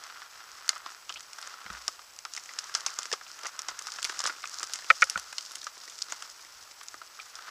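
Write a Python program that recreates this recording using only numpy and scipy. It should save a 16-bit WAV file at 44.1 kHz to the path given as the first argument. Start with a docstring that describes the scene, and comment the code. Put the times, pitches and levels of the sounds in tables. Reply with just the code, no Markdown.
"""Slow bicycle ride through dry brush

A bicycle is ridden slowly through dry woodland brush, heard from a small camera in a closed housing.
Leaves rustle under the tyres as random grains; twigs crack brightly and stems thump the bike as short volleys
of breaking fibres through resonances. A branch raps the housing and jolts ring the frame as decaying modes.
The housing colours rustle, cracks and thumps with a cavity ring and a port ring; hiss and faint whines lie below."""
import sys
import numpy as np
from scipy import signal
from scipy.fft import rfft, irfft
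from scipy.io import wavfile

SR = 44100
rng = np.random.default_rng(int(sys.argv[2]) if len(sys.argv) > 2 else 0)


def decibels_to_gain(level_db):
    """Convert a level in decibels to a linear amplitude gain (20 dB per decade)."""
    exponent = np.asarray(level_db, float) / 20
    return 10 ** exponent


def digitize_waveform(pressure):
    """Quantize a signal to 16-bit integers and store it at the path in sys.argv[1].

    Rows of a 2-D input are taken as channels; values are limited to [-1, 1].
    """
    field = np.atleast_2d(pressure).T
    bounded = np.clip(field, -1, 1)
    quanta = np.round(bounded * 32767).astype(np.int16)
    wavfile.write(sys.argv[1], SR, quanta)


N = 330750

# louder twigs cracking close by: t/s, level of the ring's peak/dB, f of the crack/Hz, t60/s,
# level of the dry edge near 10 kHz relative to the ring/dB
TWIG_CRACKS = [(0.0383, -28.5, 4600, 0.0062, -32.5), (0.6917, -6.5, 4420, 0.01, -15),
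               (0.8607, -31.5, 3250, 0.012, -23.5), (1.094, -26, 6900, 0.026, -27),
               (1.106, -36, 3310, 0.012, -28), (1.1243, -26.5, 3170, 0.012, -25),
               (1.1407, -29.5, 4740, 0.012, -26), (1.173, -34, 3270, 0.01, -22),
               (1.2068, -28, 5200, 0.0098, -24), (1.3319, -29, 5430, 0.015, -25),
               (1.385, -31, 5870, 0.012, -16), (1.4144, -31.5, 5770, 0.012, -7),
               (1.4265, -26.5, 3520, 0.0098, -31), (1.473, -29, 5150, 0.013, -30),
               (1.8802, -11, 5700, 0.0092, -19.5), (2.1889, -26.5, 4740, 0.0078, -35.5),
               (2.251, -25.5, 4600, 0.0091, -38), (2.3366, -20.5, 6860, 0.015, -20),
               (2.3504, -27, 5100, 0.012, -21), (2.3646, -21.5, 5400, 0.015, -23),
               (2.377, -26, 5840, 0.014, -22.5), (2.4592, -29.5, 5100, 0.015, -23),
               (2.5366, -29, 5400, 0.0091, -29.5), (2.588, -15, 5600, 0.019, -35.5),
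               (2.6416, -25.5, 5900, 0.011, -24), (2.7411, -24.5, 5660, 0.01, -16.5),
               (2.7504, -7.5, 6100, 0.017, -40), (2.807, -24, 5540, 0.009, -25.5),
               (2.8634, -10.5, 6240, 0.02, -19.5), (2.9883, -16, 6870, 0.017, -17.5),
               (3.021, -28.5, 5830, 0.018, -26), (3.0312, -22, 5200, 0.011, -25),
               (3.0554, -24.5, 5730, 0.024, -27), (3.1157, -24, 4440, 0.015, -26.5),
               (3.1272, -14.5, 5670, 0.036, -38), (3.3155, -28, 4560, 0.011, -27),
               (3.3903, -31, 5020, 0.011, -30), (3.434, -28, 5770, 0.015, -15),
               (3.456, -28.5, 5750, 0.012, -22), (3.468, -20.5, 6600, 0.025, -17.5),
               (3.5917, -19, 5830, 0.015, -16), (3.685, -18.5, 5830, 0.036, -30),
               (3.7906, -22, 5240, 0.015, -18), (3.8222, -27.5, 5840, 0.017, -12.5),
               (3.87, -23.5, 6030, 0.012, -16.5), (3.92, -23.5, 4730, 0.012, -24),
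               (4.0283, -17.5, 5350, 0.012, -16.5), (4.0443, -14.5, 3680, 0.017, -16.5),
               (4.0495, -15.5, 6100, 0.019, -17.5), (4.0947, -23, 5530, 0.022, -29),
               (4.1919, -14, 7550, 0.012, -24.5), (4.2043, -16.5, 5450, 0.011, -21),
               (4.2395, -17.5, 5800, 0.021, -18), (4.252, -22, 3710, 0.021, -22.5),
               (4.263, -15, 5400, 0.022, -24), (4.2722, -14, 5860, 0.036, -22),
               (4.4556, -28, 4570, 0.012, -24), (4.4743, -23.5, 6640, 0.008, -23),
               (4.6307, -15, 5380, 0.011, -21), (4.7353, -17, 6170, 0.0097, -10.5),
               (4.74, -21, 4880, 0.01, -20), (4.757, -24, 4850, 0.022, -23),
               (4.9015, -16, 3900, 0.012, -38), (4.9068, -19.5, 3000, 0.01, -20),
               (5.021, -11.5, 5900, 0.012, -33), (5.0242, -16.5, 3430, 0.012, -22),
               (5.0408, -16.5, 6300, 0.011, -14), (5.0985, -13.5, 5900, 0.016, -10.5),
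               (5.1764, -21.5, 5100, 0.014, -20), (5.197, -25, 5840, 0.0088, -8),
               (5.328, -25, 5500, 0.015, -31), (5.3824, -16, 4400, 0.014, -27),
               (5.4085, -27.5, 4470, 0.012, -28.5), (5.5174, -31, 4600, 0.029, -11.5),
               (5.5552, -21.5, 5260, 0.018, -12.5), (5.615, -28.5, 3580, 0.023, -20),
               (5.668, -25, 5970, 0.012, -30), (5.8984, -28.5, 5100, 0.016, -27),
               (5.9883, -28, 4500, 0.013, -18), (6.0197, -17, 4420, 0.01, -28.5),
               (6.1227, -17.5, 4960, 0.008, -20.5), (6.2235, -26, 4880, 0.014, -18),
               (6.8324, -34, 5360, 0.036, -8.5), (6.8842, -23, 7060, 0.0092, -27.5),
               (7.3543, -27.5, 5910, 0.02, -26)]
# louder stems thumping the bike: t/s, level of the ring's peak/dB, f of the stem/Hz,
# level of the body under 900 Hz relative to the ring/dB
STEM_THUMPS = [(0.218, -32.5, 1480, -25), (0.404, -36, 1330, -28), (0.691, -23, 1430, -22),
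               (0.729, -33, 1240, -24), (0.76, -30.5, 1290, -25), (0.862, -27, 1170, -19.5),
               (1.094, -25, 3030, -34), (1.1, -29, 1360, -20), (1.159, -31, 2700, -25),
               (1.168, -33, 3180, -36), (1.386, -32.5, 1320, -35), (1.427, -36.5, 1470, -29),
               (1.473, -33, 1300, -21), (1.663, -30, 1410, -19.5), (1.701, -27.5, 1340, -20),
               (1.879, -27, 1200, -19.5), (1.992, -33.5, 1250, -37), (2.251, -26.5, 1280, -39),
               (2.375, -26.5, 2010, -30), (2.491, -31.5, 2040, -34), (2.586, -32.5, 1320, -36),
               (2.742, -34, 3200, -14.5), (2.751, -17.5, 1360, -31.5), (2.773, -35.5, 1390, -27),
               (2.864, -26.5, 1060, -33), (2.883, -30.5, 2030, -24.5), (2.988, -24, 1210, -19.5),
               (3.055, -29, 1720, -21), (3.116, -27, 1700, -16.5), (3.128, -25, 3200, -6),
               (3.136, -23.5, 1220, -31.5), (3.212, -34, 1250, -22.5), (3.266, -36, 2760, -22.5),
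               (3.392, -39, 1340, -19), (3.433, -33.5, 1410, -12), (3.448, -27, 1200, -17),
               (3.455, -24, 1170, -28), (3.463, -27, 1840, -23.5), (3.591, -29, 1390, -22.5),
               (3.686, -21.5, 1200, -23), (3.713, -31, 1220, -22.5), (3.869, -30, 1290, -33),
               (3.885, -30, 1320, -37), (3.987, -28, 1350, -30), (4.049, -20.5, 2200, -25),
               (4.096, -20, 1530, -23), (4.202, -23.5, 1320, -27), (4.239, -24, 1260, -18.5),
               (4.255, -17.5, 1320, -22.5), (4.275, -21.5, 1250, -28.5), (4.296, -23, 1460, -22),
               (4.439, -25.5, 1350, -37.5), (4.455, -29, 2300, -30.5), (4.605, -29, 1300, -25),
               (4.63, -24, 1260, -21), (5.175, -24, 1160, -22), (5.329, -32, 1280, -26.5),
               (5.383, -25.5, 3000, -42), (5.668, -24.5, 1280, -34), (5.769, -40, 1200, -12.5),
               (6.123, -23.5, 970, -24), (6.223, -33.5, 1280, -32), (6.812, -32.5, 1720, -30.5),
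               (6.942, -30.5, 1270, -15), (7.016, -33, 1280, -22), (7.191, -33, 1270, -39),
               (7.198, -28, 2350, -38), (7.388, -34, 1360, -24)]


def rms_one(x):
    """Scaled to rms 1."""
    return x / np.sqrt(np.mean(x ** 2) + 1e-20)


def peak_one(x):
    """Scaled to peak 1."""
    return x / (np.max(np.abs(x)) + 1e-12)


def band(x, low_hz, high_hz):
    """Butterworth band-pass."""
    return signal.sosfilt(signal.butter(2, [low_hz, high_hz], "band", fs=SR, output="sos"), x)


def resonance(x, hz, width_hz):
    """Two-pole resonance, gain about 1 at its top."""
    r = np.exp(-np.pi * width_hz / SR)
    top = (1 - r * r) / 2
    return signal.lfilter([top, 0, -top], [1, -2 * r * np.cos(2 * np.pi * hz / SR), r * r], x)


def mode(blows, hz, t60):
    """A ringing mode: a unit click starts a decaying sine of height 1."""
    r = decibels_to_gain(-60 / (t60 * SR))
    w = 2 * np.pi * hz / SR
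    return signal.lfilter([0, np.sin(w)], [1, -2 * r * np.cos(w), r * r], blows + 1e-18)


def housing(x):
    """The closed housing round the microphone: parallel resonances of alternating sign."""
    # cavity, port and further resonances: f/Hz, width/Hz, level/dB
    housing_rings = [(1320, 343, 1.5), (2110, 33, -4), (2560, 1500, -16), (5150, 1235, 1),
                     (6900, 2150, -4.5)]
    out = 0
    for k, (hz, width_hz, db) in enumerate(housing_rings):
        out = out + decibels_to_gain(db) * (-1) ** k * resonance(x, hz, width_hz)
    return out


def drift(rate_hz):
    """Slow random wander of rms about 1: noise through two equal low-pass poles."""
    step = 40  # samples between drawn points
    r = np.exp(-2 * np.pi * rate_hz * step / SR)
    noise = rng.standard_normal(N // step + 2002)
    slow = signal.lfilter([1], [1, -2 * r, r * r], noise)[2000:]
    return np.interp(np.arange(N) / step, np.arange(len(slow)), rms_one(slow))


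def grains(size, per_s, spread_db):
    """Random clicks of either sign; with a spread, mostly small ones and a few large."""
    sizes = decibels_to_gain(spread_db * np.minimum(rng.exponential(1, size), 5)) * rng.choice([-1, 1], size)
    return sizes * (rng.random(size) < per_s / SR) + 1e-18


def tearing(t60, per_s, tail_db, first):
    """Fibres part in a quick volley after a strong first break; a weaker, four times longer settling follows."""
    t = np.arange(4000) / SR
    t60 = max(t60, 0.003)
    volley = grains(4000, per_s, spread_db=3.5)
    volley[0] = first
    return volley * (decibels_to_gain(-60 * t / t60) + decibels_to_gain(tail_db - 15 * t / t60))


def place(out_size, events):
    """Adds each short sound at its time."""
    out = np.zeros(out_size + 4000)
    for s, sound in events:
        at = round(s * SR)
        out[at:at + len(sound)] += sound
    return out[:out_size]


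def stirred(breaks):
    """Every break shakes the leaves round it: a rustle level that rises softly and dies away."""
    stir_db, t60_s, rise_s = -27.5, 0.14, 0.012  # stir_db: relative to the break's peak
    s, peak_db = np.array(breaks)[:, :2].T
    shakes = np.zeros(N)
    shakes[(s * SR).astype(int)] = decibels_to_gain(peak_db + stir_db) ** 2
    fall = decibels_to_gain(-120 / (t60_s * SR))  # on power, so doubled in dB
    rise = np.exp(-1 / (rise_s * SR))
    power = signal.lfilter([1 - rise], np.convolve([1, -fall], [1, -rise]), shakes + 1e-18)
    return np.sqrt(power)


def rustle_db():
    """Levels of the dull and the bright rustle in time: the tyres, plus leaves shaken by the louder breaks."""
    # leaves under the tyres: t/s, level in the cavity band/dB, level in the port band/dB
    tyre_levels = [(0.0, -53.5, -53.5), (0.73, -50.5, -52.5), (1.04, -56, -54.5), (1.38, -54, -53.5),
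                   (1.77, -50.5, -51.5), (2.0, -60.5, -53.5), (2.21, -58.5, -55.5), (2.4, -53.5, -50.5),
                   (2.92, -50, -49), (3.32, -54, -51.5), (3.65, -51, -54), (3.89, -48, -46),
                   (4.11, -47.5, -43.5), (4.39, -50, -48), (4.93, -48.5, -43.5), (5.18, -51, -48.5),
                   (5.56, -49.5, -46.5), (5.7, -51.5, -49), (6.16, -53, -48.5), (6.58, -58, -52.5),
                   (7.23, -55.5, -52), (7.5, -53, -52)]
    s, dull_db, bright_db = np.transpose(tyre_levels)
    t = np.arange(N) / SR
    dull = np.hypot(decibels_to_gain(np.interp(t, s, dull_db)), decibels_to_gain(3) * stirred(STEM_THUMPS))
    bright = np.hypot(decibels_to_gain(np.interp(t, s, bright_db)), decibels_to_gain(-5) * stirred(TWIG_CRACKS))
    return 20 * np.log10(dull), 20 * np.log10(bright)


def small_breaks(thick_db, level_db, hz_range, colour, luck):
    """Rows for small chance breaks, oftener and louder where the rustle is thick."""
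    spread_db, follows = 7, 0.8  # follows: dB per dB of rustle
    swing_db = thick_db - thick_db.mean()
    share = np.cumsum(decibels_to_gain(swing_db) ** 2)
    at = np.searchsorted(share / share[-1], luck[:, 0])
    db = level_db + follows * swing_db[at] - spread_db * luck[:, 1]
    hz = hz_range[0] * (hz_range[1] / hz_range[0]) ** luck[:, 2]
    return [(a / SR, d, f, *colour) for a, d, f in zip(at, db, hz)]


def electronics():
    """Steady coloured hiss and two close, faint whines whose levels waver."""
    # colour of the hiss: f/Hz, relative level per Hz/dB
    hiss_colour = [(12, -57), (20, -34), (64, -47), (140, -20), (424, -6), (1090, 2.5), (1290, 0.5),
                   (2430, -1.5), (5920, -13.5), (8490, -12), (15200, -12)]
    # whines: f/Hz, rms level about which each wavers/dB
    whine_tones = [(7837, -77.5), (7897, -69.5)]
    hz = np.fft.rfftfreq(N, 1 / SR) + 1  # +1 keeps the logarithm finite
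    points = np.array(hiss_colour)
    colour_db = np.interp(np.log(hz), np.log(points[:, 0]), points[:, 1])
    colour = decibels_to_gain(colour_db) * (hz < 15300)
    hiss = rms_one(irfft(rfft(rng.standard_normal(N)) * colour, N))
    t = np.arange(N) / SR
    whine = np.zeros(N)
    for f, db in whine_tones:
        whine += np.sqrt(2) * decibels_to_gain(db + 0.99 * drift(12.0)) * np.sin(2 * np.pi * f * t)
    return decibels_to_gain(-58) * hiss + whine


def frame():
    """Jolts set the low modes of the frame ringing; the uneven ground rumbles without pitch."""
    # jolts of the frame: t/s, level/dB, extra level on the lowest mode/dB
    frame_jolts = [(1.657, -60, 2), (1.703, -51.5, 11.5), (1.742, -65, 3), (4.899, -62, -11.5),
                   (5.022, -58, -4), (5.16, -51, -3.5)]
    # modes of the frame: f/Hz, relative level/dB, t60/s
    frame_modes = [(58.8, -9, 0.48), (86, 1.5, 0.12), (193, 8.5, 0.059)]
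    s, level_db, deep_db = np.transpose(frame_jolts)
    at = np.round(s * SR).astype(int)
    out = np.zeros(N)
    for hz, db, t60 in frame_modes:
        blows = np.zeros(N)
        blows[at] = decibels_to_gain(level_db + db + deep_db * (hz < 70))
        out += mode(blows, hz, t60)
    rumble = rms_one(band(rng.standard_normal(N), 23, 137))
    rumble *= decibels_to_gain(-81.5 + 3 * drift(5.1))
    return band(out, 56, 440) + rumble


def raps():
    """A branch bounces on the housing: every bounce strikes all shell modes, harder ones the upper modes more."""
    # bounces, in three raps: t/s, relative level/dB, hardness as extra level on modes above 1600 Hz/dB
    branch_bounces = [(4.9014, -18.5, 14.5), (4.9030, -8.5, -3), (4.9068, -16, -14), (4.9078, -25, 17),
                      (5.0209, -19, 9), (5.0250, -13, 3.5), (5.0287, -19, 9), (5.1569, -23.5, -5.5),
                      (5.159, -34, -8)]
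    # modes of the shell: f/Hz, relative level/dB, t60/s
    shell_modes = [(540, -30, 0.056), (678, -29.5, 0.069), (850, -31, 0.039), (1280, -37, 0.062),
                   (1339, -0.5, .018), (1430, 0, 0.02), (1840, -7.5, 0.011), (2100, -11.5, 0.01),
                   (2285, 2, 0.0061), (2444, -13, 0.012), (3000, -20, 0.0095), (3560, -18.5, 0.0058)]
    s, level_db, hard_db = np.transpose(branch_bounces)
    at = np.round(s * SR).astype(int)
    out = np.zeros(N)
    for hz, db, t60 in shell_modes:
        blows = np.zeros(N)
        uneven_db = rng.normal(0, 1, len(at))
        blows[at] = decibels_to_gain(level_db + db + hard_db * (hz > 1600) + uneven_db)
        ring = mode(blows, hz, t60)
        out += resonance(resonance(ring, hz, 340), hz, 340)  # each mode takes a millisecond to build up
    return decibels_to_gain(7.5) * out


def leaf_snaps(per_s):
    """Single leaves snap, each with one of eight broad colours and a ragged few milliseconds of tearing."""
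    starts = grains(N, per_s * decibels_to_gain(4 * drift(4.1)), spread_db=5.5)
    starts = np.abs(np.clip(starts, -7, 7))
    dealt = rng.integers(0, 8, N)  # which colour a snap gets
    ragged = grains(N, per_s=2600, spread_db=6.5)
    out = np.zeros(N)
    for k, hz in enumerate(np.geomspace(900, 8000, 8)):
        dying = signal.lfilter([1], [1, -0.991], starts * (dealt == k) + 1e-18)
        out += resonance(dying * ragged, hz, 1.1 * hz)
    return housing(out)


def rustle():
    """Dense leaf grains that come in clumps, dull ones and bright ones, with lone snaps."""
    cavity_db, port_db = rustle_db()
    clumps = drift(22.0)
    dull = housing(grains(N, 2500 * decibels_to_gain(1.8 * clumps), spread_db=4.0))
    bright = housing(grains(N, 4000 * decibels_to_gain(1.6 * clumps), spread_db=0.0))
    snaps = rms_one(leaf_snaps(per_s=240))
    dull = rms_one(dull) + 0.57 * snaps
    bright = rms_one(bright) + 0.93 * snaps
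    swell = drift(1.06)
    flicker = drift(40.0)
    dull = rms_one(band(dull, 164, 3160)) * decibels_to_gain(cavity_db + 3.3 * swell)
    bright = rms_one(band(bright, 2850, 13800)) * decibels_to_gain(port_db + 2.0 * flicker + 0.3 * swell)
    return dull + bright


def thumps(luck):
    """Each stem rings at its own pitch and in the cavity, with a soft push below."""
    small = small_breaks(rustle_db()[1], level_db=-38, hz_range=(1200, 2520), colour=(-17.5,), luck=luck)
    sounds = []
    for s, peak_db, hz, body_db in STEM_THUMPS + small:
        # higher-pitched stems die a little sooner; each one varies
        t60 = 0.025 * (1300 / hz) ** 0.1 * decibels_to_gain(1.5 * rng.standard_normal())
        volley = tearing(t60, per_s=5600, tail_db=-18.5, first=2.45)
        ring = peak_one(band(0.31 * housing(volley) + resonance(volley, hz, 0.15 * hz), 527, 4170))
        body = peak_one(band(band(volley, 315, 690), 140, 720))
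        sounds.append((s, decibels_to_gain(peak_db) * (ring + decibels_to_gain(body_db) * body)))
    return place(N, sounds)


def cracks(luck):
    """Each twig rings briefly at its own pitch and through the port, with a dry edge on top."""
    small = small_breaks(rustle_db()[1], level_db=-34, hz_range=(3300, 6650), colour=(0.0073, -15), luck=luck)
    sounds = []
    for s, peak_db, hz, t60, edge_db in TWIG_CRACKS + small:
        volley = tearing(t60, per_s=9800, tail_db=-13.5, first=6)
        ring = peak_one(band(housing(volley) + 0.93 * resonance(volley, hz, 860), 2420, 7050))
        edge = peak_one(resonance(band(volley, 8500, 12900), 9800, 1660))
        sounds.append((s, decibels_to_gain(peak_db) * (ring + decibels_to_gain(edge_db) * edge)))
    return place(N, sounds)


def scene():
    """All sources, one channel; most small twigs that crack also thump."""
    luck = rng.random((70, 3))  # for each small break: time, level, pitch
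    brush = rustle() + cracks(luck) + thumps(luck[:45])
    return (brush + raps() + frame() + electronics())[None]


def band_limit(x):
    """A steep low-pass at the top of the band."""
    return signal.sosfilt(signal.butter(12, 16510, fs=SR, output="sos"), x)


def record(dry):
    """The loudest peaks are rounded and the top is cut steeply."""
    rounded = 1.227 * np.tanh(dry / 1.174)
    cut = signal.cheby2(14, 70, 16600, fs=SR, output="sos")
    mix = signal.sosfilt(cut, rounded)
    return band_limit(mix)


dry = scene()
out = record(dry)
digitize_waveform(out)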